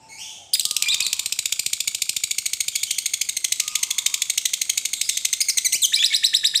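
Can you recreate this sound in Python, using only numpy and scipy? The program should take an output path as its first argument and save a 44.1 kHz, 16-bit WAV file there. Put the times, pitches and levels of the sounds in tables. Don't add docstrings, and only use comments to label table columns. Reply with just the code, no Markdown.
import sys
import numpy as np
from scipy import signal
from scipy.fft import rfft, irfft
from scipy.io import wavfile

SR = 44100
rng = np.random.default_rng(int(sys.argv[2]) if len(sys.argv) > 2 else 0)


def digitize_waveform(pressure):
    field = np.atleast_2d(pressure).T
    bounded = np.clip(field, -1, 1)
    quanta = np.round(bounded * 32767).astype(np.int16)
    wavfile.write(sys.argv[1], SR, quanta)


N = 291060


def from_db(db):
    return 10 ** (np.asarray(db) / 20)


def at_hz(points, hz):
    table_hz, values = np.transpose(points)
    return np.interp(np.log(hz), np.log(table_hz), values)


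def band(x, low_hz, high_hz):
    return signal.sosfilt(signal.butter(2, [low_hz, high_hz], "band", fs=SR, output="sos"), x)


def wobble(count, hz):
    points = rng.standard_normal(int(count * hz / SR) + 2)
    return np.interp(np.arange(count) * hz / SR, np.arange(len(points)), points)


def add(out, s, sound):
    i = round(s * SR)
    out[i:i + len(sound)] += sound[:N - i]


# frequency in Hz, strength in dB per Hz (only the balance matters).
NOISE_SPECTRUM = [(18, -61), (30, -8.5), (141, -10), (526, -17), (866, -18.5), (1100, -23.5), (6720, -25.5),
                  (7670, -16.5), (16000, -96)]
# time in seconds, level in dB before a slow random drift.
NOISE_LEVEL = [(0.0, -53.5), (1.3, -59.5), (3.0, -61), (3.8, -57.5), (5.2, -55.5), (6.6, -57)]


def background_noise():
    hz = np.maximum(np.arange(N // 2 + 1) * SR / N, 20)
    noise = irfft(rfft(rng.standard_normal(N)) * from_db(at_hz(NOISE_SPECTRUM, hz)), N)
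    level_db = np.interp(np.arange(N) / SR, *np.transpose(NOISE_LEVEL))
    return from_db(level_db + 2.2 * wobble(N, 3.12)) * noise / np.std(noise)


# frequency in Hz, seconds to fall by 60 dB before the stretch in room().
RING_TIME = [(1500, 0.72), (4000, 0.85), (8000, 0.94), (15000, 0.42)]


def room(x, stretch=0.9, rise_ms=6):
    t = np.arange(round(1.2 * SR)) / SR
    edges = 500 * 2 ** np.arange(0, 5.1, .5)
    tail = np.zeros(len(t))
    for low, high in zip(edges, edges[1:]):
        ring_s = stretch * at_hz(RING_TIME, np.sqrt(low * high))
        tail += band(rng.standard_normal(len(t)), low, high) * from_db(-60 * t / ring_s)
    tail *= 1 - np.exp(-(t * 1000 / rise_ms) ** 2)
    return signal.fftconvolve(x, tail / np.sqrt(np.sum(tail ** 2)))[:N]


# delay in ms, level in dB.
NEAR_ECHOES = [(3.5, -10.5), (8, -17), (13, -18.5), (36, -20.5)]


def echoes(x):
    out = np.zeros(N)
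    for ms, db in NEAR_ECHOES:
        add(out, ms / 1000, from_db(db) * x)
    return out


# seconds after its start, pitch in Hz, level in dB before waver and mix, hoarseness from 0 to 1.
LOW_ROOSTER = [(0.0, 885, -43.5, 0.23), (0.319, 863, -49, 0.44), (.42, 810, -44.5, 0.42),
               (.55, 777, -57, 0.7)]
# seconds after its start, pitch in Hz, level in dB before waver and mix, hoarseness from 0 to 1.
HIGH_ROOSTER = [(0.0, 1215, -43.5, 0.39), (.05, 1232, -42.5, 0.24), (0.14, 1225, -45, 0.32),
                (0.2, 1205, -48, 0.95), (.58, 1195, -49, .9), (.67, 1134, -69, 0.6)]
HIGH_ROOSTER_STARTS = [.65, 3.6]
GROWL_HZ = 115
CROW_WAVER_DB = 2.5


def rooster():
    out = np.zeros(N)
    for start, rows in [(0.0015, LOW_ROOSTER)] + [(s, HIGH_ROOSTER) for s in HIGH_ROOSTER_STARTS]:
        s, hz, db, hoarseness = np.transpose(rows)
        t = np.arange(s[0], s[-1], 1 / SR)
        hoarse = np.interp(t, s, hoarseness)
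        pitch = np.interp(t, s, hz) * (1 + 0.0806 * hoarse * wobble(len(t), 250))
        turns = np.cumsum(pitch) / SR
        growl = np.cumsum(GROWL_HZ * (1 + 0.124 * wobble(len(t), 15))) / SR
        clear = np.sin(2 * np.pi * turns)
        split = 0.94 * np.sin(2 * np.pi * (turns - growl)) + 0.53 * np.sin(2 * np.pi * (turns - 2 * growl))
        voice = (1 - 0.51 * hoarse) * clear + hoarse * split
        add(out, start, voice * from_db(np.interp(t, s, db) + CROW_WAVER_DB * wobble(len(t), 26.3)))
    return out


# frequency in Hz, boost in dB before the "narrow" factor.
THROAT = [(1600, -20), (2200, -8), (3600, 3), (4400, -7.5), (5300, 3), (6400, 2.5), (8300, 2), (9600, -8),
          (10500, -12), (13000, -8), (15300, -13), (15900, -38)]


def syrinx(rows, slope_db, jitter, effort, narrow, unsteady):
    s, hz, db = np.transpose(rows)
    t = np.arange(s[0], s[-1], 1 / SR)
    glide, level_db = np.interp(t, s, hz), np.interp(t, s, db)
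    speed = np.abs(np.gradient(np.log(glide))) * SR / 1000
    lingering = signal.lfilter([.008], [1, -.992], speed)
    rough = np.minimum(unsteady * lingering, .25)
    pitch = glide * (1 + (jitter + rough) * wobble(len(t), 1199))

    k = np.arange(1, 9)[:, None]
    per_harmonic_db = slope_db + effort * (level_db - np.max(db))
    heights = from_db(narrow * at_hz(THROAT, k * pitch) + per_harmonic_db * (k - 1))
    heights *= k * pitch < .36 * SR
    heights /= np.sqrt(np.sum(heights ** 2, axis=0))
    lag = .15 * k ** 2
    phase = 2 * np.pi * np.cumsum(pitch) / SR
    tone = np.sum(heights * np.cos(k * phase - lag), axis=0)
    tone *= 1 + (0.057 + 1.24 * rough) * wobble(len(t), 4000)
    tone += from_db(-26.5) * band(rng.standard_normal(len(t)), 3300, 17000)
    edges = np.minimum(1, np.minimum(t - s[0], s[-1] - t) * 1000 / 0.38)
    return tone * edges * from_db(level_db + 1.68 * wobble(len(t), 500))


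def phrases(contours, slope_db, jitter=0.0079, effort=0.42, narrow=0.8, unsteady=0.65):
    out = np.zeros(N)
    for rows in contours:
        add(out, rows[0][0], syrinx(rows, slope_db, jitter, effort, narrow, unsteady))
    return out


# start in seconds, length in seconds, first pitch in Hz, last pitch in Hz, peak in dB before the room.
FAR_GLIDES = [(0.0, 0.092, 2684, 2610, -52.5), (0.083, 0.11, 2138, 2415, -38.5),
              (0.177, 0.057, 2530, 3557, -30), (0.262, 0.055, 2900, 3625, -35.5),
              (2.716, 0.073, 3196, 3750, -30), (2.855, 0.083, 3000, 3366, -29.5),
              (3.675, 0.06, 2430, 2930, -35), (4.936, 0.046, 4180, 3470, -27.5),
              (5.021, 0.045, 4660, 5200, -30.5), (5.079, 0.037, 3730, 3780, -23.5)]


def far_birds():
    share = np.array([0, 0.063, 1])
    edge_db = np.array([-4, 0, -4])
    calls = [np.transpose([s + share * length, from_hz + share * (to_hz - from_hz), db + edge_db])
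             for s, length, from_hz, to_hz, db in FAR_GLIDES]
    return phrases(calls, slope_db=-3.0, jitter=0.058)


# start in seconds, hold in ms, hold pitch in Hz, hold level in dB, glide in ms,
# glide's first pitch in Hz, glide's last pitch in Hz, glide's peak level in dB.
NEIGHBOUR_CALLS = [(0.834, 9, 2436, -20.5, 4, 3940, 4200, -23),
                   (0.859, 24.2, 2423, -19.5, 36, 3340, 4200, -16.5),
                   (0.92, 11, 2476, -17.5, 6.9, 4690, 4760, -20),
                   (.922, 7.9, 3860, -20, 16, 3680, 3560, -19.5),
                   (1.0, 21.7, 2540, -22, 9, 4150, 4740, -19),
                   (1.035, 10.7, 3620, -30, 12, 4360, 3770, -19.5),
                   (1.063, 10.6, 4000, -29, 12, 4710, 4400, -25),
                   (5.963, 26, 2384, -22.5, 39, 3300, 3640, -17),
                   (6.021, 3.5, 3650, -16, 4.7, 2850, 2200, -17.5),
                   (6.104, 20.5, 2240, -23, 6.7, 3270, 4670, -19.5)]
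JUMP_MS, HOLD_RISE, HOLD_SWELL_DB = 2.42, 0.025, 5
GLIDE_HALFWAY = 0.373


def neighbour_bird():
    calls = []
    for s, hold_ms, hold_hz, hold_db, glide_ms, from_hz, to_hz, db in NEIGHBOUR_CALLS:
        t = s + np.cumsum([0, hold_ms, JUMP_MS, glide_ms / 2, glide_ms / 2]) / 1000
        middle_hz = from_hz + GLIDE_HALFWAY * (to_hz - from_hz)
        pitch_hz = [hold_hz * (1 - HOLD_RISE), hold_hz, from_hz, middle_hz, to_hz]
        level_db = [hold_db - HOLD_SWELL_DB, hold_db, db - 2, db, db - 2]
        calls.append(np.transpose([t, pitch_hz, level_db]))
    return phrases(calls, slope_db=-12.0, jitter=0.018, effort=0.046, narrow=0.92, unsteady=0.39)


# seconds after its start, pitch in Hz, level in dB before each chirp's own changes.
CHIRP_SHAPE = [(0.0, 1735, -31), (.008, 1832, -19), (.013, 3515, -15), (0.016, 3630, -9.5),
               (0.018, 3725, -11.5), (0.0233, 3930, -4.5), (.027, 4130, -17), (.031, 4350, -12.5),
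               (.0325, 5900, -20), (0.037, 5840, -19), (0.038, 5140, -9), (.046, 4900, -17)]
# start in seconds, level change in dB, share of the top leap.
CHIRP_TIMES = [(5.922, -2, 0.43), (6.0239, -1.6, 1), (6.126, -1.5, 0.94), (6.227, -1, 0.94),
               (6.329, -2.5, .99), (6.433, -2, 0.96), (6.5378, -2.5, 0.85)]
LEAP_ABOVE_HZ = 5000


def chirps():
    sung = []
    for s, level_db, leap in CHIRP_TIMES:
        t, hz, db = np.transpose(CHIRP_SHAPE)
        leaping_hz = np.minimum(hz, LEAP_ABOVE_HZ) + leap * np.maximum(hz - LEAP_ABOVE_HZ, 0)
        sung.append(np.transpose([s + t, rng.normal(1, .008) * leaping_hz, db + level_db]))
    return phrases(sung, slope_db=-9.5, jitter=0.014, effort=0.032, narrow=0.31, unsteady=0.1)


# time in seconds, pitch in Hz, level in dB.
OPENING_NOTE = [(.532, 3040, -19), (.5348, 3300, -21), (.5362, 4980, -8), (.539, 4900, -10),
                (.5402, 3850, -13), (.5418, 4900, -10.5), (.5465, 4980, -11.5), (.549, 3400, -18),
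                (.552, 3950, -14), (.555, 2600, -19), (.558, 1750, -24)]
# start in seconds, ms to the turn, ms after it, ms held at the end, start pitch in Hz, turn pitch in Hz,
# end pitch in Hz, peak in dB, how early the first glide levels off (1 to 4).
BENT_NOTES = [(0.607, 1.7, 3.9, 4, 3140, 2770, 3740, -18, 1.1),
              (.661, 3, 3.9, 1.5, 3700, 3820, 3370, -23, 1.4),
              (5.647, 21, 2.4, 1.8, 2395, 1970, 1980, -12.5, 1.24),
              (5.723, 13, 26, 7.9, 4080, 2026, 2955, -14.5, 3.9),
              (5.819, 36.7, 3.3, 2.3, 4340, 2960, 4970, -12, 1.3)]
BENT_ATTACK_DB, BENT_RELEASE_DB, BENT_HOLD_DB = -5, -6, -2


def free_notes():
    notes = []
    away = np.linspace(-1, 1, num=21)
    before = away < 0
    for s, in_ms, out_ms, held_ms, start_hz, turn_hz, end_hz, db, curve in BENT_NOTES:
        t = s + (in_ms + away * np.where(before, in_ms, out_ms)) / 1000
        bend_hz = np.where(before, start_hz, end_hz) - turn_hz
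        hz = turn_hz + bend_hz * np.abs(away) ** np.where(before, curve, 1.3)
        fade_db = np.where(before, BENT_ATTACK_DB, BENT_RELEASE_DB) * np.abs(away) ** 3
        rows = np.transpose([t, hz, db + fade_db])
        notes.append(np.vstack([rows, rows[-1] + [held_ms / 1000, 0, BENT_HOLD_DB]]))
    opening = phrases([OPENING_NOTE], slope_db=0.0, jitter=0.014, narrow=0.7, unsteady=0.22)
    return opening + phrases(notes, slope_db=-0.7, jitter=0.017, effort=0.13, narrow=0.99)


# time in seconds, level in dB, rough time to the upward snap in ms.
TRILL_NOTES = [(0.596, -8.5, 0.32), (0.6525, -9.5, 0.94), (0.7103, -9.5, 0.52), (0.7653, -8.5, 1.83),
               (0.823, -7.5, 1.86), (0.8846, -12, 2.6), (0.9436, -10, 2.55), (1.004, -9.5, 2.5),
               (1.0651, -9, 1.63), (1.1291, -10, 2.2), (1.193, -10.5, 2.9), (1.259, -11.0, 2.27),
               (1.3231, -9.5, 2.45), (1.3894, -10.5, 1.94), (1.4561, -12, 2.5), (1.5232, -10.5, 3.06),
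               (1.593, -11.5, 3.4), (1.662, -10.5, 2.23), (1.7309, -10.5, 3.6), (1.8035, -11, 2.44),
               (1.8746, -12.0, 5.5), (1.9464, -12.5, 2.97), (2.0191, -11, 3.3), (2.092, -11.5, 3.3),
               (2.1642, -12, 3.54), (2.236, -11, 4.2), (2.3094, -13, 5.1), (2.3826, -11.5, 4.2),
               (2.457, -13, 7.5), (2.5325, -11.5, 3.4), (2.6038, -11, 5.3), (2.681, -11.5, 3.35),
               (2.7543, -12, 6.4), (2.8318, -10.5, 3.74), (2.9077, -10.5, 3.9), (2.9834, -10, 3.9),
               (3.0581, -10.5, 5.1), (3.1357, -10.5, 6.1), (3.212, -11, 4.95), (3.2889, -13.5, 6.7),
               (3.3668, -13, 6.1), (3.4431, -11, 5.9), (3.5209, -8.5, 4.15), (3.5979, -9, 4.6),
               (3.678, -13.5, 2.64), (3.753, -9.5, 4.6), (3.829, -10.5, 6.1), (3.9055, -11, 5.4),
               (3.983, -9, 5.1), (4.0609, -9, 4.25), (4.1405, -8.5, 3.2), (4.219, -9.5, 2.94),
               (4.298, -10, 4.3), (4.376, -9.5, 4.5), (4.4539, -9.5, 4.6), (4.5342, -9.5, 4.9),
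               (4.6141, -11, 4.6), (4.695, -10.0, 5.1), (4.7742, -10, 5.3), (4.8519, -11.5, 5.3),
               (4.9323, -11, 5.2), (5.0125, -9, 3.2), (5.0903, -9.5, 6.8), (5.1709, -10, 4.5),
               (5.249, -10, 5.6), (5.3289, -9.5, 7.8), (5.4047, -10, 10.8), (5.485, -10.5, 14.5),
               (5.5722, -10, 12.8)]
# time in seconds, puff dB before roughening and filtering, tick dB, how many ms the tick leads the note.
BEAK_SOUNDS = [(.6, -41.5, -62, 21), (1.3, -40.5, -43, 22.6), (2.599, -41.5, -44.5, 30.5),
               (3.2, -46, -48.5, 26.3), (4.6, -52, -43.5, 33), (5.45, -46.5, -46, 26)]
TICK_HZ, TICK_MS = 1400, .5


def beak():
    s, puff_db, tick_db, lead_ms = np.transpose(BEAK_SOUNDS)
    puffs, ticks, bump = np.zeros(N), np.zeros(N), np.zeros(N)
    push = np.hanning(round(0.0084 * SR))
    ms = np.arange(200) * 1000 / SR
    tick_fade = np.e * ms / TICK_MS * np.exp(-ms / TICK_MS)
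    tick = np.sin(2 * np.pi * TICK_HZ * ms / 1000) * tick_fade
    for start, _, _ in TRILL_NOTES:
        puff_change_db, tick_change_db = rng.normal(0, 0.22, 2)
        add(puffs, start + 0.00084, push * from_db(np.interp(start, s, puff_db) + puff_change_db))
        tick_s = start - np.interp(start, s, lead_ms) / 1000
        add(ticks, tick_s, tick * from_db(np.interp(start, s, tick_db) + tick_change_db))
    add(bump, 5.753, np.hanning(round(0.0012 * SR)) * from_db(-31))
    rough_puffs = puffs * (1 + 3.24 * rng.standard_normal(N))
    return band(rough_puffs, 97, 750) + ticks + band(bump, 60, 1300)


# time in seconds, held pitch in Hz, pitch where the snap lands in Hz,
# pitch at the end in Hz (all before a small random scatter), tail in ms before hurrying.
TRILL_DRIFT = [(0.599, 3080, 3900, 4660, 4.6), (.653, 2980, 4640, 3860, 4.9), (.71, 2760, 4290, 4830, 3.8),
               (.8, 2390, 3720, 4400, 2), (1.2, 2330, 3826, 4340, 4), (3.1, 2182, 3707, 4370, 5),
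               (3.4, 2087, 3558, 4240, 3.3), (4.2, 2134, 3580, 4140, 5.2), (5.33, 2147, 3500, 4300, 3.8),
               (5.409, 2242, 4850, 4900, 13.4), (5.49, 2222, 4850, 4870, 11), (5.57, 2104, 3880, 4200, 2.9)]
HOLD_SCATTER, TOP_SCATTER = 0.011, 0.0074
FULL_NOTE_MS, QUICKEST_END = 3.4, 0.85
SNAP_MS, SAG_PER_MS = 1.1, 0.0075


def trill():
    notes = []
    drift_s, *drifts = np.transpose(TRILL_DRIFT)
    for s, db, snap_ms in TRILL_NOTES:
        hold_hz, top_hz, end_hz, tail_ms = [np.interp(s, drift_s, drift) for drift in drifts]
        hold_hz *= 1 + HOLD_SCATTER * rng.standard_normal()
        lift = 1 + TOP_SCATTER * rng.standard_normal()
        pace = min(snap_ms / FULL_NOTE_MS, 1)
        hold_ms = max(snap_ms - 2.428 * pace, .1)
        end = QUICKEST_END + (1 - QUICKEST_END) * pace
        ms = np.cumsum([-.5, .5 + 0.692 * pace, hold_ms, 1.32 * pace, SNAP_MS * end, tail_ms * end])
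        sagged = hold_hz * (1 - SAG_PER_MS * hold_ms)
        pitch_hz = [hold_hz, 1.0175 * hold_hz, sagged, 1.149 * sagged, lift * top_hz, lift * end_hz]
        level_db = db + np.array([-12, -3, -2.5, 0.5, -1.5, -12.5])
        notes.append(np.transpose([s + ms / 1000, pitch_hz, level_db]))
    return phrases(notes, slope_db=-0.5, jitter=0.021, effort=0.26, narrow=1.0, unsteady=0.59)


def scene():
    bird = trill() + free_notes() + chirps()
    neighbour = neighbour_bird()
    far = far_birds()
    crow = rooster()
    near = bird + neighbour
    near_room = room(from_db(-13) * bird + from_db(-10.5) * neighbour)
    far_room = room(far + 0.33 * crow, stretch=0.93, rise_ms=1.6)
    mix = near + echoes(near) + near_room + far_room + 0.45 * crow + beak() + background_noise()
    return mix[None]


def record(dry):
    low_cut = signal.sosfilt(signal.butter(4, 55, "high", fs=SR, output="sos"), dry)
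    return signal.sosfilt(signal.cheby2(12, 60, 16500, fs=SR, output="sos"), low_cut)


dry = scene()
out = record(dry)
digitize_waveform(out)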